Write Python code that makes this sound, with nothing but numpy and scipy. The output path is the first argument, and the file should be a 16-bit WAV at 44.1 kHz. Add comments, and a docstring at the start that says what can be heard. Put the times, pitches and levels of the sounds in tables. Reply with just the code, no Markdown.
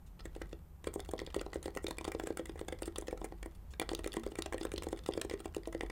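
"""Fast two-handed typing on a heavy, damped mechanical keyboard: dull thumps under a spray of small plastic ticks.
Keys bottoming out thump case and desk through banks of decaying modes; fingertips, stems and returning caps
tick as noise flurries ringing the plastic; skin brushes, stem scuffs and cap wobbles fill the gaps.
The walls add a few dull echoes and a tail, over building rumble, steady hiss and a trembling desk."""
import sys
import numpy as np
from scipy import signal
from scipy.fft import rfft, irfft, next_fast_len
from scipy.io import wavfile

SR = 44100
rng = np.random.default_rng(int(sys.argv[2]) if len(sys.argv) > 2 else 0)


def unload_wav(signal):
    """Save mono or channel-first audio to the path in sys.argv[1] as 16-bit WAV at rate SR, clipped to [-1, 1]."""
    wavfile.write(
        sys.argv[1],
        SR,
        np.round(np.clip(np.atleast_2d(signal).T, -1, 1) * 32767).astype(np.int16),
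    )


N = 260617  # length in samples

# Building rumble. Each row: frequency in Hz, relative density in dB per Hz.
RUMBLE_SPECTRUM = [(12, -58), (20, 2), (38, -11), (79, 5.5), (94, -16), (108, -15.5), (167, -8.5),
                   (260, -32), (340, -93), (570, -120)]
# Fan and microphone hiss. Each row: frequency in Hz, relative density in dB per Hz.
HISS_SPECTRUM = [(150, 5), (260, -3.5), (707, -11.5), (825, -7.5), (1760, -20), (4550, -29.5), (10600, -27),
                 (14700, -22), (16000, -52.5)]
# Resting wrists shaking the desk. Each row: time in seconds, RMS level in dB.
DESK_SWAY = [(0.0, -59), (0.44, -48.5), (0.79, -70), (0.84, -53.5), (5.14, -50.5), (5.54, -54.5),
             (5.9, -52)]
# Fingertips gliding over caps. Each row: start in seconds, level in dB before the part trims,
# nominal length in ms.
BRUSHES = [(0.061, -63.5, 20), (.49, -64, 8), (3.547, -60.5, 9.7), (3.704, -59.5, 23)]
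# Fingertips meeting caps and caps springing back. Each row: start in seconds, stem click in dB before
# the common trim, then against that click in dB: cap hollow, switch housing.
CAP_CONTACTS = [(0.192, -48.5, -6, -12), (0.2035, -48, -3, -16), (0.3502, -51, -4, -5),
                (0.4171, -44, 0.5, -4.5), (0.842, -44.5, 0.5, 0.5), (0.9391, -51.5, 5, 16.5),
                (1.0018, -40.5, -7, 0), (1.0475, -51, -6, -3), (1.1106, -53.5, 3, 9.5),
                (1.1785, -42, -20, -18), (1.1908, -37.5, 0.5, -4.5), (1.1993, -39, -7, -10),
                (1.2636, -41, -17, -4.5), (1.3024, -47, -8, -13), (1.3436, -35, -1.5, -2),
                (1.3934, -37.5, -15, -22), (1.5308, -45, 6, -4), (1.542, -54.5, 4, 10),
                (1.6275, -47, -3.5, 6.5), (1.6398, -56, 2, 7), (1.7499, -47, 0, 5), (1.7716, -42, 10, 5),
                (1.8666, -30.5, -25, -11), (1.9832, -40.5, 5, 6), (2.043, -37, -16, -5),
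                (2.0497, -38.5, 2, -1), (2.0854, -53.5, 9.5, 6), (2.1172, -42.5, 6, 2.5),
                (2.2586, -54, 2, -4), (2.3713, -44, 8.5, 9.5), (2.4556, -48.5, 4, 6), (2.5753, -62, 8, 5),
                (2.591, -45, 0, -3), (2.7872, -51.5, -2, -2), (2.8304, -37.5, -23, -1.5),
                (2.856, -46.5, -11, 6.5), (2.9577, -35.5, -3.5, -8), (3.011, -59, -7, 20),
                (3.0698, -48.5, 1.5, -1), (3.1083, -51.5, 4, 3), (3.1736, -53, 6.5, 0), (3.2544, -56, 4, 0),
                (3.428, -46, 5, 3.5), (3.7357, -49.5, 0.5, -7), (3.7973, -29.5, 0, 3.5),
                (3.822, -48, 9, -1), (3.8904, -31.5, -3, -6), (3.9493, -29.5, -21, -2),
                (4.0428, -36.5, 0.5, -0.5), (4.0745, -41.5, -0.5, 8.5), (4.1193, -37.5, -29, -10),
                (4.13, -39.5, -13, -2), (4.1386, -45.5, 3, 9), (4.234, -48, 4.5, 0), (4.354, -44, 3, 1),
                (4.4216, -29.5, -33, -1), (4.5239, -44, 8.5, 2.5), (4.5324, -44.5, 6, 0.5),
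                (4.58, -43, 1, 1), (4.63, -43.5, -1, 1.5), (4.6677, -47, -10, -20), (4.7171, -39, 1.5, 3),
                (4.76, -38, -33, -18), (4.8218, -41, 2, -2), (4.8326, -44, -1, 2.5), (4.886, -50.5, 4, 6),
                (4.9718, -53.5, 2.5, 2.5), (4.9891, -45, -5, -9), (5.0353, -52, -8, -7),
                (5.0607, -39.5, -1.5, -3.5), (5.1215, -44, -23, -26), (5.136, -34, -10, -7.5),
                (5.2135, -31.5, -3, 0), (5.2962, -40, 1, -1.5), (5.3184, -54, 3, -1),
                (5.5465, -38, -12, -2), (5.6548, -42, -15, -22), (5.725, -50, 7, 5.5),
                (5.8081, -34.5, 3.5, -7), (5.8606, -56.5, 5, -1), (5.899, -42, 4.5, -2.5)]
# Keys landing. Each row: time the stem meets its housing in seconds, peak thump of the lower case in dB,
# then against that thump in dB: upper case, plate, cap hollow and stem click (the last two before trims).
KEY_LANDINGS = [(0.253, -37.5, -6, -9, -6, -10), (0.361, -39, -1, -3, -20, -16),
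                (0.414, -35, -2, -20, -4.5, -28), (0.528, -38, -3, -15, -12, -11.5),
                (0.869, -30.5, 1.5, -19, -8, -10), (0.958, -28.5, -8.5, -4, -25, -33),
                (0.993, -40.5, -3, 7, -8, -10), (1.088, -37.5, -9, 1.5, -25, -10),
                (1.134, -33, 4, 6, -15, -15.5), (1.215, -33, -4, -4, -22, -19),
                (1.272, -43.5, 3, 0, -4, -14), (1.362, -24, -9.5, -32, -23, -19),
                (1.411, -34, -1.5, -16, -5.5, -6.5), (1.462, -37, -5, 4.5, -12, -13),
                (1.556, -29, -3, -18, -20, -22), (1.656, -30.5, -6, -18, -16, -12),
                (1.679, -33.5, -4, -1, -8.5, -14), (1.762, -40, 8.5, -15, -17, -9),
                (1.842, -28.5, -19, -19, -17, -16), (1.881, -39.5, 6, -4, -7, -3),
                (1.907, -35.5, -10, 6, -4, 0), (2.009, -38.5, -6, 5.5, -19, -8.5),
                (2.077, -27.5, -13, -2, -16, -16), (2.147, -32.5, 3, -5, -17, -16),
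                (2.196, -34, -7, 6, -1, -6), (2.235, -30, -41, -17, -18, -15.5),
                (2.27, -36, 2.5, 1, -2.5, -3.5), (2.303, -27.5, -4, -13, -23, -28),
                (2.393, -31, -1, -12, -10.5, -15), (2.493, -33.5, -32, -13, -15, -16),
                (2.555, -44.5, 3, 2.5, -9, -17), (2.611, -34, -1, -5, -12, -13.5),
                (2.682, -38.5, -1, 6, -1.5, -0.5), (2.723, -36, 3.5, -0.5, -2.5, -7.5),
                (2.82, -32, -4, -20, -6.5, -10), (2.876, -29.5, -20, -11, -17, -20),
                (2.982, -33, -1.5, -19, -9, -4), (3.021, -38, -13, 1.5, -12, -15),
                (3.081, -39.5, 7.5, 0, -0.5, -2), (3.126, -36, 6, 4, -15, -20),
                (3.214, -36, -20, 3.5, -13, -19), (3.242, -36.5, 1.5, 4, -5.5, -8),
                (3.321, -39.5, -6, 1.5, -12, -18), (3.458, -35.5, -9, -3.5, -11.5, -14),
                (3.814, -36, 4, 9, -0.5, -3.5), (3.914, -29.5, -18, -0.5, -19, -18),
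                (3.932, -40, 8, -2, -4, -1), (3.99, -35.5, -9, 0, -10, -8),
                (4.06, -29, -4, -17, -12.5, -16), (4.144, -39.5, -6.5, -4, -21, -24),
                (4.167, -25.5, -16, -2, -11.5, -13.5), (4.263, -29.5, -3.5, -11, -15, -16.5),
                (4.317, -36, -21, -9, -18, -15), (4.386, -27, -13, -6, -10.5, -13),
                (4.459, -36, -28, 6, -7, -2), (4.542, -30.5, 0.5, -7, -11, -15),
                (4.61, -30, -17, -7, -17, -15), (4.65, -32, 2, 0.5, -5.5, -8.5),
                (4.737, -28.5, -21, -32, -34, -16), (4.778, -34.5, -7, -25, -16, -2),
                (4.839, -43, 3.5, -11, -5, -5), (4.867, -32.5, 0.5, 0.5, -18, -19),
                (4.927, -28, -4.5, -2.5, -13.5, -16), (5.087, -25, -2, -1.5, -26, -20),
                (5.151, -34.5, -13, -16, -27, -30), (5.174, -28.5, 0.5, -14, -13, -16),
                (5.247, -30.5, -17, -8, -20, -18), (5.31, -36.5, 1.5, -3, -4.5, -7),
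                (5.336, -27, -16, -11, -13.5, -20), (5.401, -39, -13, -2.5, -8, -7.5),
                (5.455, -31.5, -14, 1.5, -12.5, -12), (5.564, -27.5, -7.5, -13, -34, -13),
                (5.672, -34.5, 1, 0, -27, -12.5), (5.747, -31.5, 1, -26, -10, -16.5),
                (5.832, -31, -4.5, -0.5, -28, -20)]
# Resonances of the plastic, one list each for cap hollow, stem and switch housing.
# Each row: frequency in Hz, relative level in dB, t60 in seconds.
PLASTIC_MODES = [
    [(1307, 2.5, 0.0048), (1690, -4, 0.013), (1960, -3, 0.012), (2315, -9.5, 0.021)],
    [(2775, -1, 0.0034), (3502, -1, 0.009), (3680, 2, 0.003), (4503, -4, 0.0057), (5040, -4, 0.0035)],
    [(5900, -8.5, 0.0015), (7350, 2, 0.0023), (8550, -1, 0.0057), (9880, 1.5, 0.0018), (11130, -2, 0.0012),
     (13600, -12.5, 0.0038), (15700, -11, 0.0039)],
]
# Resonances of the body, one list each for desk, lower case, upper case and plate.
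# Each row: frequency in Hz, relative level in dB, t60 in seconds.
CASE_MODES = [
    [(50.8, -21, 0.39), (75, 11.5, 0.09)],
    [(226.8, -19.5, 0.34), (278, -49, 0.037), (333.8, -7, 0.14), (336, 6.5, 0.033), (399.7, 3.5, 0.048)],
    [(450, -28, 0.04), (460, -8, 0.051), (450, -31, 0.047), (507, -9.5, 0.075)],
    [(639, -7.5, 0.047), (768, 10.5, 0.013), (892, -6.5, 0.0057), (1026, 8, 0.018), (1180, -6.5, 0.004)],
]
# Nearest walls. Each row: delay in seconds, echo level in dB before dulling.
WALL_ECHOES = [(0.0139, -21.5), (0.0192, -18.5), (.0335, -28)]

RUMBLE_DB, HISS_DB = -54.5, -63.5  # RMS
SWAY_HZ, SWAY_WIDTH_HZ = 46.2, 4.2
CLICK_MS, RATTLE_MS = 3.3, 3.54  # nominal flurry lengths; CLICK_MS holds at -45 dB
LOUD_SHORTENS_PER_DB = 0.06  # a harder click is over sooner
LENGTH_SPREAD = 0.3  # log spread of click and rattle lengths
SINK_S = 0.001966  # the case gives way this long after the stem meets its housing
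CASE_SCATTER_DB, SCUFF_SCATTER_DB = 5, 3.5
TOP_HZ = 16000


def undb(db):
    """Turn decibels into an amplitude factor."""
    return 10 ** (np.asarray(db) / 20)


def steady(spectrum, level_db):
    """Shape white noise to a spectrum, interpolated over log frequency, at a fixed RMS level."""
    size = next_fast_len(N)
    hz = np.maximum(np.arange(size // 2 + 1) * SR / size, 1)
    table_hz, table_db = np.transpose(spectrum)
    shape = undb(np.interp(np.log(hz), np.log(table_hz), table_db))
    noise = irfft(rfft(rng.standard_normal(size)) * shape, size)[:N]
    return noise * undb(level_db) / np.sqrt(np.mean(noise ** 2))


def sway():
    """The desk's lowest mode, kept trembling by the hands: narrow-band noise with a drawn level."""
    peak = signal.iirpeak(SWAY_HZ, SWAY_HZ / SWAY_WIDTH_HZ, fs=SR)
    tremble = signal.lfilter(*peak, rng.standard_normal(N))
    level_db = np.interp(np.arange(N) / SR, *np.transpose(DESK_SWAY))
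    return tremble / np.std(tremble) * undb(level_db)


def ring(modes, count, scatter_db, detune, size, flip):
    """One bank of decaying sines per blow, each blow with its own mode balance and tuning."""
    hz, db, t60 = np.transpose(modes)[:, None, :, None]
    chance = rng.standard_normal((count, 2, hz.size, 1))
    blow_hz = hz * (1 + detune * chance[:, 0])
    blow_gain = undb(db + scatter_db * chance[:, 1])
    sign = flip ** np.arange(hz.size)[:, None]  # flip -1 opposes neighbouring modes
    t = np.arange(size) / SR
    swing = np.sin(2 * np.pi * blow_hz * t) * np.exp(-np.log(1000) * t / t60)
    return np.sum(sign * blow_gain * swing, axis=1)


def strike(times, pushes, parts, part_db, scatter_db, detune, size, flip=-1):
    """Each push excites the modes of every part, scaled to that part's peak level."""
    out = np.zeros(N + SR)
    for modes, db in zip(parts, part_db):
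        responses = ring(modes, len(times), scatter_db, detune, size, flip)
        sounds = signal.fftconvolve(pushes, responses, axes=1)
        gains = undb(db) / np.abs(sounds).max(axis=1)
        for s, sound, gain in zip(times, sounds, gains):
            i = int(s * SR)
            out[i:i + len(sound)] += gain * sound
    return out[:N]


def ticks(starts, part_db, ms, spread=0.48, swell=0.8, level_db=4.0):
    """A short flurry of tiny impacts swells and dies, ringing cap hollow, stem and housing."""
    shape = (len(starts), 2048)
    grit = rng.standard_normal(shape) * rng.exponential(size=shape)
    decay_s = spread * np.maximum(ms, 0.5)[:, None] / 1000
    t = np.arange(2048) / SR / decay_s
    flurry = grit * t ** swell * np.exp(-t)
    return strike(starts, flurry, PLASTIC_MODES, level_db + np.array(part_db), 2.53, 0.022, size=512)


def brushes(cap_db=-14, housing_db=3):
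    """Skin drags over the textured caps, thin and airy, with little cap hollow."""
    s, db, ms = np.transpose(BRUSHES)
    return ticks(s, [db + cap_db, db, db + housing_db], ms, level_db=0.5)


def clicks():
    """Fingertips and returning caps tick, each with its own share of hollow, stem and housing."""
    s, db, hollow, housing = np.transpose(CAP_CONTACTS)
    loudest = db + np.maximum(housing, 0)
    uneven = LENGTH_SPREAD * rng.standard_normal(len(s))
    ms = CLICK_MS * np.exp(uneven - LOUD_SHORTENS_PER_DB * (loudest + 45))
    return ticks(s, [db + hollow, db, db + housing], ms, level_db=1.5)


def slides(travel_s=0.022, cap_db=-30, stem_db=-30, housing_db=-24):
    """The stem scuffs in its guide: noise growing steadily until the stem meets its housing."""
    s, db = np.array(KEY_LANDINGS)[:, :2].T
    t = np.arange(2048) / SR / travel_s
    scuff = rng.standard_normal((len(s), 2048)) * t * (t < 1)
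    scatter = SCUFF_SCATTER_DB * rng.standard_normal((len(s), 3)).T
    part_db = db + scatter + [[cap_db], [stem_db], [housing_db]]
    return strike(s - travel_s, scuff, PLASTIC_MODES, part_db, 1.4, 0.022, size=512)


def rattles(lean_db=2.5, housing_db=-0.5):
    """The stem meets the bottom of its housing; stem and housing share the click unevenly."""
    s, db, *_, hollow, click = np.transpose(KEY_LANDINGS)
    lean, uneven = rng.standard_normal((len(s), 2)).T
    stem = db + click + lean_db * lean
    housing = db + click + housing_db - lean_db * lean
    ms = RATTLE_MS * np.exp(LENGTH_SPREAD * uneven)
    return ticks(s, [db + hollow, stem, housing], ms, level_db=1)


def thumps(contact_s=0.0015, desk_db=-16, return_db=-6, return_plate_db=-3):
    """The case is pressed into the mat and springs back, ringing desk, case and plate."""
    s, db, upper, plate, *_ = np.transpose(KEY_LANDINGS)
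    back_s, click, hollow, _ = np.transpose(CAP_CONTACTS)
    landing = db + np.array([desk_db + 0 * db, 0 * db, upper, plate])
    # a cap that hits its stop knocks the case lightly, as hard as its hollow sounds
    back = click + hollow + np.array([[return_db + desk_db], [return_db], [return_db], [return_plate_db]])
    # one full sine cycle: down, then back up
    push = -np.sin(2 * np.pi * np.clip(np.arange(128) / SR / contact_s, 0, 1))
    times = np.append(s + SINK_S, back_s)
    part_db = np.hstack([landing, back])
    return strike(times, push[None], CASE_MODES, part_db, CASE_SCATTER_DB, 0.0054, size=8192, flip=1)


def wobbles(after_s=0.13, under_db=-31, scatter_db=2.5, ms=2.0):
    """Loose caps wobble faintly twice, at random moments within after_s of each landing."""
    s, db = np.repeat(np.array(KEY_LANDINGS)[:, :2], 2, axis=0).T
    part_db = db + under_db + scatter_db * rng.standard_normal((len(s), 3)).T
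    return ticks(s + after_s * rng.random(len(s)), part_db, ms + 0 * s)


def walls(x, t60_s, tail_db, dull_hz):
    """A few discrete echoes and a diffuse noise tail, duller than the direct sound."""
    t = np.arange(int(0.4 * SR)) / SR
    fade_in = np.clip(t / 0.005, 0, 1)
    tail = rng.standard_normal(len(t)) * np.exp(-np.log(1000) * t / t60_s) * fade_in
    tail *= undb(tail_db) / np.sqrt(np.sum(tail ** 2))
    # the underside of the case swings opposite to the top, so echoes come inverted
    for s, db in WALL_ECHOES:
        tail[int(s * SR)] -= undb(db)
    echoed = signal.fftconvolve(x, tail)[:N]
    return signal.lfilter(*signal.butter(1, dull_hz, fs=SR), echoed)


def scene():
    """Sum the keyboard, its reflections and the steady background."""
    background = steady(RUMBLE_SPECTRUM, RUMBLE_DB) + steady(HISS_SPECTRUM, HISS_DB) + sway()
    plastic = brushes() + clicks() + slides() + rattles() + wobbles()
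    case = thumps()
    # case and ticks each get their own echoes and tail; the ticks' tail is a little louder and brighter
    space = walls(case, t60_s=0.27, tail_db=-10, dull_hz=1340)
    space += walls(plastic, t60_s=0.21, tail_db=-9.0, dull_hz=2640)
    return (case + plastic + space + background)[None]


def record(dry):
    """A steep elliptic low-pass cuts the top above TOP_HZ."""
    return signal.sosfilt(signal.ellip(10, 0.2, 60, TOP_HZ, fs=SR, output="sos"), dry)


dry = scene()
out = record(dry)
unload_wav(out)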